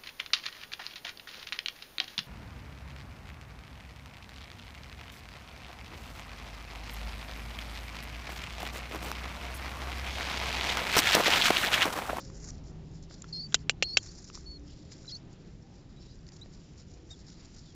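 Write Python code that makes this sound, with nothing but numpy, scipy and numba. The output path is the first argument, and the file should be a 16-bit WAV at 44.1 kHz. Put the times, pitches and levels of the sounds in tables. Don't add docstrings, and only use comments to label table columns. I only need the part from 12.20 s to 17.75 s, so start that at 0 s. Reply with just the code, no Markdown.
import sys
import numpy as np
from scipy import signal
from scipy.fft import rfft, irfft
from scipy.io import wavfile
from scipy.ndimage import uniform_filter1d
from numba import njit

SR = 44100
rng = np.random.default_rng(int(sys.argv[2]) if len(sys.argv) > 2 else 0)


def to_linear_factor(level_db):
    exponent = np.asarray(level_db, float) / 20
    return 10 ** exponent


def to_wav(s):
    ch = np.atleast_2d(s).T
    pcm = np.round(np.clip(ch, -1, 1) * 32767)
    wavfile.write(sys.argv[1], SR, pcm.astype(np.int16))


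N = 244749
T = np.arange(N) / SR


def level(x, db):
    return x * to_linear_factor(db) / np.sqrt(np.mean(x ** 2))


def colour(points, lo=0, hi=SR):
    hz = np.fft.rfftfreq(N, 1 / SR) + 1e-3
    f, db = np.transpose(points)
    gain = to_linear_factor(np.interp(np.log(hz), np.log(f), db)) * (hz > lo) * (hz < hi)
    return level(irfft(rfft(rng.standard_normal(N)) * gain, N), 0)


def walk(rate):
    k = int(SR / rate)
    steps = np.repeat(rng.standard_normal(N // k + 1), k)
    return 1.8 * uniform_filter1d(uniform_filter1d(steps, k), k)[:N]


@njit
def svf(x, hz, width):
    y, b, l = np.empty(len(x)), 0., 0.
    for i in range(len(x)):
        g, k = np.tan(np.pi * hz[i] / SR), width / hz[i]
        v = (b + g * (x[i] - l)) / (1 + g * (g + k))
        b, l, y[i] = 2 * v - b, l + 2 * g * v, k * v
    return y


def still_band(x, hz, width):
    return svf(x, np.full(len(x), float(hz)), float(width))


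def taper(x, edge_hz, stop_hz):
    fade = np.clip((stop_hz - np.fft.rfftfreq(N, 1 / SR)) / (stop_hz - edge_hz), 0, 1)
    return irfft(rfft(x) * np.sin(fade * np.pi / 2) ** 4, N)


def arch(start, end):
    return np.sqrt(np.sin(np.pi * np.clip((T - start) / (end - start), 0, 1)) + 1e-12)


def rings(events, grit, rise_s, spread=1.5):
    out, t = np.zeros(N), T[:2000]
    for s, db, hz, t60 in events:
        i = int(s * SR)
        scratch = still_band(rng.standard_normal(len(t)), hz, spread * hz)
        tone = np.sin(2 * np.pi * hz * t) + grit * level(scratch, 0)
        tone = tone / np.sqrt(1 + grit ** 2)
        decay = np.exp(-np.log(1000) * t / t60)
        out[i:i + len(t)] += to_linear_factor(db) * tone * decay * (1 - np.exp(-t / rise_s))
    return out


def grass():
    # (peak time [s], level [dB], time to rise 20 dB [s], to fall 20 dB [s])
    swishes = [(0, -53, .01, .2), (.06, -59, .05, .05), (.09, -62, .05, .3), (.17, -56, .12, .3),
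               (.24, -51, .09, .15), (.30, -50, .15, .015), (.33, -60, .03, .13), (.468, -64, .09, .2),
               (.77, -67, .24, .1), (.826, -63, .006, .08), (.944, -50, .05, .016), (.97, -64, .05, .25),
               (1.1, -63, .15, .12), (1.335, -61, .2, .015), (1.41, -63, .06, .04), (1.828, -50, .025, .15),
               (1.876, -51, .15, .012), (1.91, -57, .2, .3), (1.995, -56, .12, .12),
               (2.046, -52, .015, .03), (2.09, -54, .12, .04), (2.15, -48, .035, .08),
               (2.18, -56, .05, .03), (2.2, -62, .05, .3), (2.494, -63, .1, .3), (2.6, -63, .2, .1),
               (3.58, -68, .5, .2), (2.722, -49, .022, .025), (2.87, -60, .5, .2), (2.98, -63, .3, .08),
               (3.12, -67, .1, .09), (3.19, -71, .02, .9), (3.72, -70, .15, .08), (3.81, -68, .2, .9),
               (4.08, -64, .04, .05), (4.13, -61, .03, .3), (4.345, -61, .09, .05), (4.45, -68, .5, .5),
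               (4.605, -57, .07, .05), (4.72, -63, .15, .23), (4.91, -58, .07, .12), (4.99, -62, .2, .1),
               (5.07, -56, .015, .15), (5.12, -59, .1, .12), (5.19, -61.5, .08, .5), (5.28, -62.5, .5, .3),
               (5.395, -58, .15, .12), (5.47, -64, .1, .3)]
    # (time [s], peak level [dB], ring frequency [Hz], t60 [s])
    low_ticks = [(0.1, -44, 1150, 0.013), (0.275, -48.5, 1510, 0.019), (0.909, -43, 676, 0.018),
                 (1.042, -39, 1350, 0.02), (1.042, -46, 3400, 0.007), (1.042, -47, 6000, 0.007),
                 (0.909, -48, 1300, 0.012), (0.909, -50, 3800, 0.008), (4.0886, -52, 2000, 0.012),
                 (1.0205, -30, 7250, 0.013), (2.72, -48, 2300, 0.012), (2.72, -50, 3400, 0.01),
                 (1.2245, -52, 7100, 0.01), (1.3235, -38, 3300, 0.01), (1.3235, -42, 1500, 0.01),
                 (1.3237, -42, 7000, 0.01), (1.328, -39, 1600, 0.012), (1.328, -41, 3600, 0.008),
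                 (1.328, -43, 7100, 0.008), (1.391, -48, 4500, 0.012), (2.1, -32, 1250, 0.007),
                 (2.1003, -40, 2600, 0.005), (2.1003, -41, 4000, 0.005), (2.149, -50, 1020, 0.022),
                 (2.175, -38, 1200, 0.009), (2.846, -50.5, 1420, 0.018), (4.122, -50, 766, 0.014),
                 (4.259, -41, 600, 0.013), (4.914, -48.5, 680, 0.012)]
    # (time [s], peak level [dB], ring frequency [Hz])
    high_ticks = [(0.3042, -31, 5850), (0.3541, -45, 6020), (0.4399, -48, 5670), (0.4824, -47, 4620),
                  (0.4554, -50, 4300), (0.4705, -47, 5500), (0.714, -54, 6500), (0.8255, -48, 5000),
                  (0.828, -47, 6200), (0.838, -48, 6300), (0.848, -50, 5200), (0.911, -48, 6400),
                  (1.0211, -36, 6900), (0.8265, -46, 5900), (0.23, -42, 5900), (0.248, -44, 6900),
                  (0.275, -44, 7100), (1.873, -40, 5200), (4.699, -50, 5500), (5.013, -50, 5500),
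                  (5.13, -47, 6900), (5.18, -48, 5000), (5.346, -47, 6800), (3.991, -54, 4850),
                  (1.8334, -40, 5810), (1.8594, -41, 5330), (2.0428, -38, 6380), (2.05, -41, 5600),
                  (2.0762, -43, 5380), (2.089, -42, 5400), (2.1475, -37, 5000), (2.153, -40, 5500),
                  (2.16, -41, 4900), (1.9724, -47, 5810), (1.9854, -43, 6600), (2.395, -50, 6000),
                  (2.507, -47, 7100), (2.704, -49, 4600), (2.7182, -40, 5100), (2.722, -40, 7000),
                  (2.731, -44, 5000), (2.7526, -50, 4530), (2.7666, -47, 5310), (2.8554, -44, 4020),
                  (3.1293, -47, 6580), (4.0672, -42, 4610), (4.079, -49, 5000), (4.0886, -40, 4940),
                  (4.135, -50, 5000), (4.197, -50, 5000), (4.2125, -47, 7300), (4.12, -42, 4740),
                  (4.1649, -44, 4250), (4.2582, -48, 4850), (4.348, -44, 4760), (4.5994, -45, 5540),
                  (5.0674, -44, 5110), (5.1018, -42, 5820)]
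    grains_per_s, grain_spread_db, grain_top = 1500, 2.5, 2.2
    width_hz = 2800.

    slopes = [peak_db - 20 * np.where(T < s, (s - T) / rise_s, (T - s) / fall_s)
              for s, peak_db, rise_s, fall_s in swishes]
    db = np.max(slopes, axis=0)
    strength_db = grain_spread_db * np.minimum(rng.exponential(size=N), grain_top)
    clicks = (rng.random(N) < grains_per_s / SR) * rng.standard_normal(N) * to_linear_factor(strength_db)
    clicks = level(clicks, 0) + rng.standard_normal(N)

    centre = 5250 + 15 * (db + 65) + 200 * walk(12)
    blades = svf(svf(clicks, centre, width_hz), centre, 1.7 * width_hz)
    blades = level(blades - .25 * still_band(blades, 6250, 700), 0)
    tips = level(still_band(clicks, 6850, 550), -11)
    blades = blades + to_linear_factor(1.5 * walk(20)) * tips
    body = level(still_band(clicks, 1700, 1500), -10)
    swish = to_linear_factor(db + .6 * walk(45) + 1.6 * walk(160))

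    bright = [(s, peak_db - 1.5, hz, .011) for s, peak_db, hz in high_ticks]
    out = swish * (level(blades, .86) + body)
    out += rings(low_ticks, grit=.43, rise_s=.00028)
    return out + rings(bright, grit=.7, rise_s=.0003, spread=.55)


def wind():
    # (frequency [Hz], level [dB per Hz])
    air = [(12, -32), (20, -3.5), (108, -5.5), (161, -4.5), (212, -11), (385, -15), (436, -22.5),
           (588, -28), (792, -29), (1020, -32.5), (1090, -33.5), (2680, -36), (3350, -36.5), (4620, -39.5),
           (7600, -45), (9880, -73.5), (16700, -120)]
    # (time [s], strength [dB], share of slow buffeting [dB])
    gusts = [(0.0, -49, -6), (0.11, -45, -4), (0.17, -49, -2), (0.28, -45, -3), (1.16, -49, -4),
             (1.3, -46, -7), (1.31, -53, -8), (1.36, -47, -3), (1.74, -48, -2), (2.07, -51, -5),
             (2.3, -47, -1), (2.64, -50, -5), (4.85, -50, -3), (5.02, -51, -3), (5.07, -48, -11),
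             (5.12, -52, -4), (5.55, -50, -2)]
    # (frequency [Hz], width [Hz], level [dB])
    machines = [(158.5, 3.4, 10), (300, 16, 1), (398, 29, 6.5), (533, 40, 2), (645, 45, -1), (784, 60, -4),
                (2000, 90, -11)]

    s, gust_db, share_db = np.transpose(gusts)
    buffet_db = gust_db + share_db - .3
    rest = np.clip(1 - to_linear_factor(2 * share_db), .15, 1)
    rumble_db = gust_db + 10 * np.log10(rest) - .5
    out = to_linear_factor(np.interp(T, s, buffet_db)) * colour(air, hi=90)
    out += to_linear_factor(np.interp(T, s, rumble_db)) * colour(air, lo=90, hi=300)

    field = colour(air, lo=300)
    bands = 0
    for hz in 330 * 2 ** np.arange(0, 4.8, .5):
        flicker = to_linear_factor(.48 * walk(4.1) + 1.6 * walk(16))
        bands = bands + flicker * still_band(field, hz, .45 * hz)
    bands = level(bands, -60.5)
    low = taper(bands, 800, 1500)
    high = bands - low

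    drone = 0
    for hz, width, db in machines:
        centre = hz * (1 + .012 * walk(3))
        tone = svf(rng.standard_normal(N), centre, float(width))
        drone = drone + level(tone, db) * to_linear_factor(2.1 * walk(4))
    drone_db = -66.5 - .85 * T + .3 * walk(2.5)
    low_share = low * to_linear_factor(-np.mean(drone_db))
    return out + high + to_linear_factor(drone_db) * (low_share + to_linear_factor(-9) * drone)


def hums():
    # (start [s], end [s], frequency [Hz], level [dB])
    engines = [(0, 1.75, 158.5, -54), (0, .6, 50, -53), (2.05, 2.65, 64, -55), (-.2, .3, 540, -68),
               (.45, .62, 770, -70), (2.1, 2.8, 400, -70), (2.2, 2.8, 295, -64), (3.4, 3.75, 790, -73),
               (3.15, 3.5, 470, -69), (4.68, 4.85, 710, -73), (4.55, 5.0, 480, -72)]
    out = 0
    for start, end, hz, db in engines:
        size = np.sqrt(2) * arch(start, end) * to_linear_factor(db + 2 * walk(9))
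        pitch = hz * (1 + .018 * walk(13))
        out = out + size * np.sin(2 * np.pi * np.cumsum(pitch) / SR)
    return out


def phrased(notes):
    join_s, attack_s, attack_db, release_s, release_db = .005, .0035, -10, .007, -19
    notes, tables = sorted(notes), []
    for k, (start, end, hz0, hz1, db) in enumerate(notes):
        rows = [(start, hz0, db), (end, hz1, db)]
        if k == 0 or start - notes[k - 1][1] > join_s:
            rows.insert(0, (start - attack_s, hz0, db + attack_db))
        if k == len(notes) - 1 or notes[k + 1][0] - end > join_s:
            rows.append((end + release_s, hz1, db + release_db))
        tables.append(rows)
    return tables


def hops():
    # (start [s], end [s], start pitch [Hz], end pitch [Hz], level [dB])
    second_tones = [(1.131, 1.136, 4880, 4980, -49), (1.138, 1.143, 5300, 5380, -56),
                    (1.145, 1.155, 5000, 4880, -47), (1.157, 1.167, 5250, 5370, -50),
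                    (1.169, 1.174, 4950, 4880, -51), (1.176, 1.184, 4950, 5050, -54),
                    (1.187, 1.194, 5400, 5450, -59), (1.196, 1.198, 5000, 4950, -51),
                    (1.212, 1.214, 5000, 4900, -54), (1.22, 1.231, 4900, 5100, -61),
                    (1.655, 1.66, 5050, 4950, -57), (1.684, 1.695, 5380, 5320, -53),
                    (1.697, 1.701, 5200, 5100, -55), (1.704, 1.713, 5380, 5400, -54),
                    (1.716, 1.722, 5100, 5000, -55), (1.727, 1.736, 5100, 5480, -54),
                    (2.887, 2.889, 6400, 5200, -54), (2.893, 2.9, 5050, 4800, -47),
                    (2.902, 2.905, 4760, 4760, -53), (2.913, 2.92, 4980, 5050, -47),
                    (2.9205, 2.9215, 5200, 5700, -54), (2.929, 2.931, 5300, 5300, -59),
                    (2.948, 2.953, 6100, 6300, -51), (3.792, 3.82, 5270, 5300, -68),
                    (3.823, 3.845, 5330, 5400, -68), (3.858, 3.863, 5300, 5300, -69),
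                    (3.886, 3.935, 4940, 4980, -69)]
    return [[(start, hz0, db), (end, hz1, db)] for start, end, hz0, hz1, db in second_tones]


def track(tables, waver_hz, flutter_db):
    s, hz, db = np.transpose(np.concatenate(sorted(tables)))
    s = np.maximum.accumulate(s)
    on = np.zeros(N)
    for rows in tables:
        on[max(int(rows[0][0] * SR), 0):int((rows[-1][0] + .0018) * SR)] = 1
    size = uniform_filter1d(on * to_linear_factor(np.interp(T, s, db) + flutter_db * walk(150)), size=60)
    pitch = np.interp(T, s, hz) + waver_hz * walk(200)
    held = int(SR / 75)
    pitch = pitch + 8 * np.repeat(rng.standard_normal(N // held + 1), held)[:N]
    return pitch, 2 * np.pi * np.cumsum(pitch) / SR, np.sqrt(2) * size


def rodent():
    # (start [s], end [s], start pitch [Hz], end pitch [Hz], level
    # [dB])
    squeaks = [(1.1295, 1.1315, 4530, 4470, -37), (1.132, 1.154, 4270, 4270, -40),
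               (1.155, 1.168, 4190, 4290, -40), (1.169, 1.197, 4180, 4400, -39.5),
               (1.198, 1.212, 4450, 4620, -39.5), (1.214, 1.226, 4370, 4360, -44),
               (1.226, 1.232, 4320, 4550, -45), (1.233, 1.25, 4700, 4560, -43),
               (1.25, 1.269, 4550, 4550, -45), (1.632, 1.645, 4380, 4240, -38),
               (1.645, 1.66, 4240, 4320, -38), (1.661, 1.676, 4390, 4470, -39),
               (1.677, 1.69, 4280, 4310, -40), (1.691, 1.7, 4230, 4350, -39),
               (1.7, 1.717, 4330, 4340, -39.5), (1.718, 1.733, 4270, 4380, -40),
               (1.734, 1.747, 4440, 4630, -38), (1.747, 1.754, 4630, 4530, -40),
               (1.754, 1.769, 4530, 4600, -46), (2.262, 2.329, 4410, 4410, -49.5),
               (2.329, 2.372, 4420, 4275, -51), (2.881, 2.892, 4010, 4040, -46),
               (2.893, 2.899, 3500, 3230, -57), (2.899, 2.908, 3230, 3350, -57),
               (2.908, 2.921, 3350, 3600, -64), (2.922, 2.939, 4280, 4420, -43.5),
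               (2.94, 2.947, 4330, 4280, -44), (2.948, 2.952, 4140, 4200, -44),
               (2.952, 2.956, 4250, 4560, -45), (2.956, 2.966, 4560, 4490, -43.5),
               (0.0, 0.003, 3650, 3550, -54), (1.795, 1.806, 4560, 4500, -59), (1.807, 1.82, 4330, 4150, -57),
             (1.885, 1.898, 4420, 4560, -54), (3.768, 3.79, 3820, 3880, -66),
             (3.79, 3.812, 3900, 3950, -73), (3.824, 3.834, 3960, 4000, -64),
             (3.854, 3.866, 3950, 4000, -72), (3.88, 3.897, 3900, 3780, -69),
             (3.897, 3.912, 3850, 4050, -70), (3.926, 3.935, 3900, 4000, -67),
             (4.217, 4.234, 3840, 4060, -51), (4.907, 4.934, 3712, 3690, -50),
             (4.935, 4.943, 3618, 3400, -57), (5.46, 5.49, 3720, 3450, -70.5),
             (5.49, 5.525, 3450, 3200, -70.5)]
    pitch, phase, size = track(phrased(squeaks), waver_hz=16, flutter_db=1.1)
    upper_pitch, upper_phase, upper = track(hops(), waver_hz=42, flutter_db=1.8)
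    main = size * (np.sin(phase) + to_linear_factor(-10) * np.sin(2 * phase))
    mirror = to_linear_factor(-21) * (upper_pitch < 5700) * np.sin(2 * phase - upper_phase)

    middle = .35 * pitch + .65 * upper_pitch
    rasp_width_hz = 1300.
    rasp = svf(svf(rng.standard_normal(N), middle, rasp_width_hz), middle, rasp_width_hz)
    hoarse = uniform_filter1d(upper * np.clip(upper / (size + 1e-9), .55, 1.25), size=300)
    return main + upper * (np.sin(upper_phase) + mirror) + hoarse * level(rasp, -7)


def breaks():
    # (start [s], end [s], centre [Hz], width [Hz], level [dB])
    break_ups = [(1.127, 1.2, 5000, 1300, -60), (1.195, 1.236, 4800, 1800, -60),
                 (1.65, 1.745, 5100, 1100, -61), (2.898, 2.925, 5100, 2200, -51),
                 (2.903, 2.92, 3950, 500, -60), (1.06, 1.12, 5300, 250, -68), (1.07, 1.12, 4400, 400, -68),
                 (2.94, 2.956, 5500, 1800, -60), (2.966, 2.976, 5100, 1500, -59),
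                 (3.79, 3.945, 4100, 2800, -69), (2.46, 2.53, 5200, 900, -63), (2.47, 2.54, 3200, 900, -66)]
    breath = rng.standard_normal(N) * to_linear_factor(2 * walk(250))
    out = 0
    for start, end, hz, width, db in break_ups:
        rasp = still_band(still_band(breath, hz, width), hz, width)
        out = out + arch(start, end) * level(rasp, db)
    return out


def struck(stalk, cracks):
    events = []
    for s, db, others_db, longer in cracks:
        for k, (hz, ring_db, t60) in enumerate(stalk):
            lag_s, extra_db = (.0001, others_db) if k > 0 else (0, 0)
            events.append((s + lag_s, db + ring_db + extra_db, hz, t60 * longer))
    return events


def snaps():
    # (time [s], splinter level [dB], splinter t60 [s], thump level [dB], thump frequency [Hz])
    stalk_snaps = [
        (1.3438, -21, .036, -25, 470),
        (1.4957, -25, .036, -27, 520),
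        (1.6249, -24, .036, -21, 545),
        (1.7705, -21, .03, -24, 555),
    ]
    # (frequency [Hz], level [dB per Hz])
    splinter = [(180, -42), (300, -16.5), (648, -16.5), (1030, -23), (2720, -6), (4310, -5), (5490, -2.5),
                (6370, -4), (7600, -0.5), (9880, -34), (16700, -120)]
    # (frequency [Hz], level [dB], t60 [s])
    thin_stalk = [(3860, 0, .0085), (6900, -3, .011), (1500, -22, .016), (5850, -9, .007),
                  (2000, -13, .009)]
    # (frequency [Hz], level [dB], t60 [s])
    thick_stalk = [(2680, 0, .0028), (4400, -7, .0028), (5450, -11, .004), (7200, -14, .003)]
    # (time [s], peak level [dB], other rings [dB], ring length [multiple])
    thin_cracks = [
        (1.3438, -6.5, 0, 1.01),
        (1.34582, -17, 2, .8),
        (1.3478, -24, 3, .8),
    ]
    # (time [s], peak level [dB], other rings [dB], ring length [multiple])
    thick_cracks = [
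        (1.4958, 1, -1, .85),
        (1.498, -17, 5, 1.5),
        (1.625, -2, -1, 1.15),
        (1.6283, -14, 4, 2.1),
        (1.7705, 0, 0, .9),
        (1.7713, -12, 2, 1.7),
        (1.77237, -3, 2, 1.6),
        (1.7737, -16, 3, 1.2),
        (1.775, -6, 4, .9),
    ]
    # (time [s], peak level [dB], ring frequency [Hz], t60 [s])
    loose_fibres = [(1.3518, -27, 2750, .022), (1.355, -36, 7000, .015), (1.3595, -39, 3100, .03),
                    (1.344, -18, 4650, .013), (1.3464, -24, 3860, .018), (1.348, -26, 2100, .008),
                    (1.349, -30, 5900, .012), (1.3442, -21, 5920, .014), (1.7712, -19, 2420, .012),
                    (1.4962, -24, 1530, .014), (1.4962, -30, 1150, .012), (1.4965, -22, 2060, .01),
                    (1.497, -26, 6040, .01), (1.5035, -33, 4600, .01), (1.508, -38, 7000, .015),
                    (1.511, -38, 2900, .025), (1.6252, -24, 1250, .012), (1.6252, -28, 1650, .01),
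                    (1.6255, -30, 850, .012), (1.4962, -33, 800, .012), (1.7715, -20, 3800, .01),
                    (1.7725, -23, 3180, .014), (1.7725, -27, 4750, .01), (1.6275, -22, 5950, .01),
                    (1.6288, -15, 2750, .009), (1.635, -34, 7200, .01), (1.638, -36, 3200, .02),
                    (1.7715, -21, 7420, .016), (1.7728, -17, 5420, .016), (1.7815, -32, 3000, .01),
                    (1.7825, -35, 5500, .008), (1.4978, -21, 7380, .014), (1.3438, -19, 1520, .017),
                    (1.344, -30, 780, .012), (1.3445, -21, 3230, .014), (1.3475, -30, 2400, .01),
                    (1.771, -26, 1460, .014), (1.5005, -22, 2500, .012), (1.505, -33, 2750, .02),
                    (1.632, -25, 2800, .022), (1.632, -28, 6900, .006), (1.777, -22, 5400, .006),
                    (1.7775, -27, 1500, .012), (1.778, -27, 3800, .008), (1.7815, -30, 6900, .02),
                    (1.7845, -30, 3200, .018)]
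    crack_rise_s = .0002

    cracks = struck(thin_stalk, thin_cracks) + struck(thick_stalk, thick_cracks) + loose_fibres
    out = -rings(cracks, grit=.08, rise_s=crack_rise_s)
    splintering = colour(splinter) * to_linear_factor(2.5 * walk(900))
    thumps = []
    for s, db, t60, thump_db, thump_hz in stalk_snaps:
        after = np.maximum(T - s, 0)
        rise = np.minimum(after / .002, 1) ** 2
        out += to_linear_factor(db) * rise * np.exp(-np.log(1000) * after / t60) * splintering
        thumps.append((s, thump_db, thump_hz, .018))
        thumps.append((s, thump_db - 4, thump_hz * 1.4, .018))
    return out - rings(thumps, grit=.1, rise_s=3 * crack_rise_s)


def scene():
    return (grass() + wind() + hums() + rodent() + breaks() + snaps())[None]


def band_limit(x):
    return signal.sosfilt(signal.butter(12, 8940, fs=SR, output="sos"), x)


def record(dry):
    phone_sr = 16000
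    kept = taper(dry, edge_hz=7230, stop_hz=8080)
    image = taper(kept * 2 * np.cos(2 * np.pi * phone_sr * T), edge_hz=8430, stop_hz=9300)
    hiss = to_linear_factor(-104) * rng.standard_normal(N)
    return band_limit(kept + to_linear_factor(-18) * image + hiss)


dry = scene()
out = record(dry)
to_wav(out)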